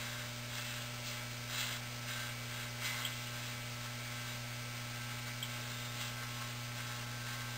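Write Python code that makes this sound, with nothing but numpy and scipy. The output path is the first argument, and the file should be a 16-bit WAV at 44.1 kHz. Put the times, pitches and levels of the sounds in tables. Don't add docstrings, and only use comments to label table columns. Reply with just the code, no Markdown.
import sys
import numpy as np
from scipy import signal
from scipy.fft import rfft, irfft
from scipy.io import wavfile
from scipy.ndimage import uniform_filter1d

SR = 44100
rng = np.random.default_rng(int(sys.argv[2]) if len(sys.argv) > 2 else 0)


def int16_out(signal):
    q = np.round(np.clip(np.atleast_2d(signal).T, -1, 1) * 32767)
    wavfile.write(sys.argv[1], SR, q.astype(np.int16))


def invert_db(level):
    return 10 ** (np.asarray(level, dtype=float) / 20)


N = 333837
TIME = np.arange(N) / SR
COARSE_HOP = 32
COARSE_S = TIME[::COARSE_HOP]

STROKE_HZ = 120.12
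HOLD_HZ, TOP_HZ = 11032.5, 15725
RATTLE_T60_S = 0.14
SQUEEZE_OCTAVES = 0.17
BITE_S, LIFT_S = 0.074, 0.085
HISS_DB = -49.5
IDLE_DB, IDLE_LOW_DB, IDLE_TOP_DB, TOP_SHARE_DB = -62, -55.5, -63, -8.5

# tone_hz, level_db (rms)
BUZZ_TONES = [(20.9, -65), (30.0, -75), (53.6, -80), (60.0, -70), (90.1, -74), (107.3, -80), (150.2, -76),
              (180.2, -79), (210.2, -79), (300.3, -78), (390.4, -85)]
# freq_hz, density_db (per Hz)
HISS_SPECTRUM = [(15, -3), (30, -5.5), (70, 3), (150, 1.5), (350, 0.5), (600, 4), (1000, 0), (1500, -2),
                 (2500, 6.5), (4000, 3.5), (5200, 4.5), (5500, 1)]
# start_s, peak_db, ring_hz, burst_s, rattle_db (re peak)
COMB_CLICKS = [
    (3.051, -29, 3180, 0.0058, -7),
    (3.128, -40, 3290, 0.0056, -7),
    (3.27, -43.5, 2900, 0.006, -3),
    (5.4285, -31.5, 3230, 0.0055, -8),
]
# time_s, pitch_hz, level_db
SKIN_WHISTLE = [
    (5.46, 3500, -75),
    (5.52, 3520, -58),
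    (5.62, 3640, -56),
    (5.72, 3670, -53),
    (5.9, 3640, -53.5),
    (5.95, 3640, -75),
]
# order (multiple of stroke rate), level_db (rms)
LINE_LEVELS = [(1, -48.5), (2, -57.5), (4, -76), (5, -62), (7, -65), (8, -77), (9, -65), (10, -72),
               (11, -60), (12, -69), (13, -59), (14, -69), (15, -68), (16, -71), (17, -60), (18, -68),
               (19, -60), (20, -76), (21, -70), (22, -66), (23, -72), (24, -67), (25, -77), (26, -71),
               (27, -70), (28, -69), (29, -74), (30, -70), (31, -73), (32, -75)]
# order, drift_db_per_s, follow_db_per_db, wander_db
LINE_BEHAVIOUR = [(1, .25, 0, .1), (2, .02, .02, .2), (5, -.55, .12, .3), (7, 1.0, .2, .5),
                  (9, 1.15, .2, .5), (11, .35, -.05, .4), (13, .55, .25, .5), (14, -.1, .6, 1.2),
                  (17, -.2, .35, .8), (19, -.5, 0, .8), (22, -.6, .6, 1.5)]
# centre_s, length_s, change_db, resonance_hz
HAND_SQUEEZES = [(0.197, 0.25, -9, 2040), (0.653, 0.67, -12, 1980), (.62, 0.17, 5, 1560),
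                 (1.197, 0.1, 6.5, 1580), (1.205, 0.098, 3, 2280), (2.19, .18, 11, 1560),
                 (2.61, .14, 6.5, 1560), (2.973, .16, 14, 960), (2.886, 0.12, 11, 2170),
                 (3.1, 0.13, 5, 2160), (3.355, 0.08, 8.5, 1550), (3.766, 0.087, 3, 1280),
                 (4.05, 0.22, 4.5, 2250), (4.2, 0.12, 6, 1530), (4.5, 0.27, -5, 1060),
                 (4.65, 0.54, 3, 2250), (5.03, 0.17, 7.5, 1570), (5.294, .08, 8, 2040),
                 (5.52, 0.099, 5, 1550), (5.5, 0.33, 5, 2300), (5.652, .14, -10, 2130),
                 (6.198, 0.11, 10, 1560), (6.2, 0.12, 6.5, 1980), (6.42, 0.12, 8.5, 1100),
                 (6.98, 0.12, 2.5, 1080), (7.348, .2, 1.5, 1080), (6.877, 0.17, 2.5, 1570),
                 (6.92, .25, -12, 2280), (7.285, 0.57, 5.5, 1570), (7.3, 0.15, -8, 2300)]
# start_s, length_s, rasp_db, sag_db (to the end), low_ring_db (re rasp)
HAIR_PASSES = [(-.05, 0.39, -48, -7.5, 1), (0.492, 0.43, -47, -7, -1), (1.026, 0.22, -48, -8, -2.5),
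               (1.476, 0.33, -44, -3, -1), (2.065, 0.28, -48, -2, -0.5), (2.475, 0.22, -52, 2, 0),
               (2.796, 0.353, -43, -7.5, 1), (3.115, 0.23, -51, -8, -11), (3.29, 0.29, -51.5, .5, -2.5),
               (3.777, .12, -53, -2, -3), (4.08, 0.32, -54.5, 0.5, -1.5), (4.68, 0.56, -66, 10.5, -10),
               (5.48, 0.46, -52.5, -3.5, -3), (5.918, 0.21, -49, 1, -4), (6.267, 0.29, -52.5, -3.5, -7),
               (6.73, 0.29, -50.5, -5.5, -2.5), (7.243, .18, -48.5, -6.5, 0.5), (7.447, .2, -55.5, -5, -1)]
# centre_s, extra_rasp_db, extra_low_db, extra_top_db, length_s
CAUGHT_TUFTS = [(.57, -0.5, 0, 1.5, 0.067), (0.773, 4, -2, -3, 0.036), (1.08, 1.5, -1, 5, .09),
                (1.605, 5, -2.5, 0, 0.087), (2.094, 6, -1.5, -3, 0.064), (2.867, 5.5, -6, -1, 0.043),
                (3.865, 4, -1, -1, 0.034), (4.287, 4, -3, -3, 0.037), (5.107, 4, 2.5, -3, .05),
                (5.284, 8.5, 2, -2, 0.038), (6.017, 6, 0, .5, 0.032), (6.237, 5, 4, -1, 0.025),
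                (6.42, 3.5, 3, 0, 0.031), (6.806, 0, 7, -2, 0.028), (6.918, 2, 4, -1, 0.036),
                (7.026, 7.5, 2, -1, 0.034), (7.411, 10, -6, -4, 0.036)]
# freq_hz, width_hz, level_db
LOW_MODES = [(998, 630, -7), (1564, 570, 1.5), (2152, 266, 2)]
# freq_hz, width_hz, level_db
MID_MODES = [(2690, 380, 1.5), (3300, 530, 1.4), (3988, 510, 0.33)]
# freq_hz, width_hz, level_db
TOP_MODES = [(4367, 860, -1.5), (5197, 550, -0.42)]


def level(x, db):
    return x * invert_db(db) / np.sqrt(np.mean(x ** 2))


def walk(rate_hz, hop=1):
    hold, count = int(SR / hop / rate_hz), -(-N // hop)
    steps = np.repeat(rng.standard_normal(count // hold + 1), hold)
    return 1.3 * uniform_filter1d(uniform_filter1d(steps, hold), hold)[:count]


def ring(x, modes):
    out = 0
    for k, (hz, width_hz, db) in enumerate(modes):
        b, a = signal.iirpeak(hz, hz / width_hz, fs=SR)
        once = signal.lfilter(b, a, x)
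        out = out + (-1) ** k * invert_db(db) * signal.lfilter(b, a, once)
    return level(out, 0)


def background():
    hz, db = np.transpose(HISS_SPECTRUM)
    bins_hz = np.fft.rfftfreq(N, 1 / SR)
    shape = invert_db(np.interp(np.log(bins_hz + 1), np.log(hz), db)) * (bins_hz < HOLD_HZ / 2)
    hiss = irfft(rfft(rng.standard_normal(N)) * shape, N)
    tones = 0
    for tone_hz, tone_db in BUZZ_TONES:
        tones = tones + np.sqrt(2) * invert_db(tone_db) * np.sin(2 * np.pi * (tone_hz * TIME + rng.random()))
    return level(hiss, HISS_DB) + tones


def comb():
    out = np.zeros(N)
    age_s = np.arange(SR // 5) / SR
    for start_s, db, hz, burst_s, rattle_db in COMB_CLICKS:
        rise = np.clip(age_s / burst_s, 0, 1)
        burst = np.sin(np.pi * rise) * np.sin(2 * np.pi * hz * age_s)
        noise = ring(rng.standard_normal(len(age_s)), [(hz, 700, 0)])
        rattle = invert_db(rattle_db - 60 * age_s / RATTLE_T60_S) * noise * rise
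        start = int((start_s - burst_s / 3) * SR)
        out[start:start + len(age_s)] += invert_db(db) * (burst + rattle)
    return out


def slide():
    time_s, pitch_hz, level_db = np.transpose(SKIN_WHISTLE)
    hz = np.interp(TIME, time_s, pitch_hz)
    db = np.interp(TIME, time_s, level_db)
    waver_hz, flutter_db = 32 * walk(80), 1.6 * walk(40)
    return invert_db(db + flutter_db) * np.cos(2 * np.pi * np.cumsum(hz + waver_hz) / SR)


def motor(turn, load_db, wobble_db=0.04, drift_rad=0.03):
    rules = np.array(LINE_BEHAVIOUR)
    load_db = uniform_filter1d(load_db, size=60)
    centre_s, length_s, squeeze_db, hz = np.transpose(HAND_SQUEEZES)[:, :, None]
    squeeze_db = squeeze_db * np.exp(-(2 * (COARSE_S - centre_s) / length_s) ** 2)
    out = 0
    for order, db in LINE_LEVELS:
        nearest = np.argmin(abs(order - rules[:, 0]))
        _, slope_db, follow, wander_db = rules[nearest]
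        near = np.exp(-(np.log2(order * STROKE_HZ / hz) / SQUEEZE_OCTAVES) ** 2)
        wander = wander_db * (walk(4, COARSE_HOP) + walk(9, COARSE_HOP))
        change_db = slope_db * COARSE_S + follow * load_db + wander + (near * squeeze_db).sum(axis=0)
        change_db = change_db - 10 * np.log10(np.mean(invert_db(2 * change_db)))
        loose = min(order, 14)
        gain = invert_db(db + change_db + wobble_db * loose * walk(14, COARSE_HOP))
        phase = 2 * np.pi * rng.random() + drift_rad * loose * walk(6, COARSE_HOP)
        line = np.cos(order * turn + np.interp(TIME, COARSE_S, phase))
        out = out + np.interp(TIME, COARSE_S, gain) * line
    return np.sqrt(2) * out


def load():
    cut, low = 0, 0
    for start_s, length_s, db, sag_db, low_db in HAIR_PASSES:
        age_s = COARSE_S - start_s
        edge = np.clip(np.minimum(age_s / BITE_S, (length_s - age_s) / LIFT_S), 0, 1)
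        sagged = invert_db(db + sag_db * np.clip(age_s / length_s, 0, 1))
        power = (np.sin(edge * np.pi / 2) * sagged) ** 2
        cut = cut + power
        low = low + power * invert_db(2 * low_db)
    top = cut * invert_db(2 * TOP_SHARE_DB)
    powers = np.array([cut, low, top])
    idle_db = np.array([[IDLE_DB], [IDLE_LOW_DB], [IDLE_TOP_DB]])
    rings_db = 10 * np.log10(powers + invert_db(2 * idle_db))
    for centre_s, more_db, low_db, top_db, length_s in CAUGHT_TUFTS:
        bump = np.exp(-(2 * (COARSE_S - centre_s) / length_s) ** 2)
        rings_db = rings_db + (more_db + np.array([[0], [low_db], [top_db]])) * bump
    return rings_db


def chatter(turn):
    place = turn / (2 * np.pi) % 1 * 255
    patterns = rng.standard_normal((2, 256))
    first, second = (np.interp(place, np.arange(256), p) for p in patterns)
    share_rad = 1.58 * walk(12)
    return level(np.cos(share_rad) * first + np.sin(share_rad) * second, 0)


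def rasp(turn, cut_db, low_db, top_db, scatter_db=2.5, gate=0.24):
    sizes = np.minimum(rng.exponential(size=N // 8 + 1), 4)
    size_db = scatter_db * np.repeat(sizes, 8)[:N]
    snaps = level(rng.standard_normal(N) * invert_db(size_db), 0)
    stroke_gate = 1 + gate * np.cos(2 * turn) + 0.19 * np.cos(4 * turn)
    snaps = snaps * stroke_gate * invert_db(0.83 * walk(40))
    knocks = invert_db(-6.5) * chatter(turn)
    push = snaps + knocks
    low = invert_db(low_db - 1.5) * ring(snaps + invert_db(-11) * knocks, LOW_MODES)
    mid = invert_db(cut_db - 1.0) * ring(push, MID_MODES)
    top = invert_db(top_db + 2.5) * ring(push, TOP_MODES)
    return low + mid + top


def scene():
    turn = 2 * np.pi * STROKE_HZ * TIME
    rings_db = load()
    blades = rasp(turn, *(np.interp(TIME, COARSE_S, db) for db in rings_db))
    mono = background() + comb() + slide() + motor(turn, rings_db[0]) + blades
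    return np.array([mono, mono])


def roll_off(x):
    return signal.sosfilt(signal.butter(12, 15960, fs=SR, output="sos"), x)


def record(dry, step_db=-62):
    slow = signal.resample(dry[0], round(N * HOLD_HZ / SR))
    slow = slow + invert_db(step_db) * np.sign(slow)
    slow = slow - slow.mean()
    held = slow[np.minimum((TIME * HOLD_HZ).astype(int), len(slow) - 1)]
    held = irfft(rfft(held) * (np.fft.rfftfreq(N, 1 / SR) < TOP_HZ), N)
    return roll_off(np.array([held, held]))


dry = scene()
out = record(dry)
int16_out(out)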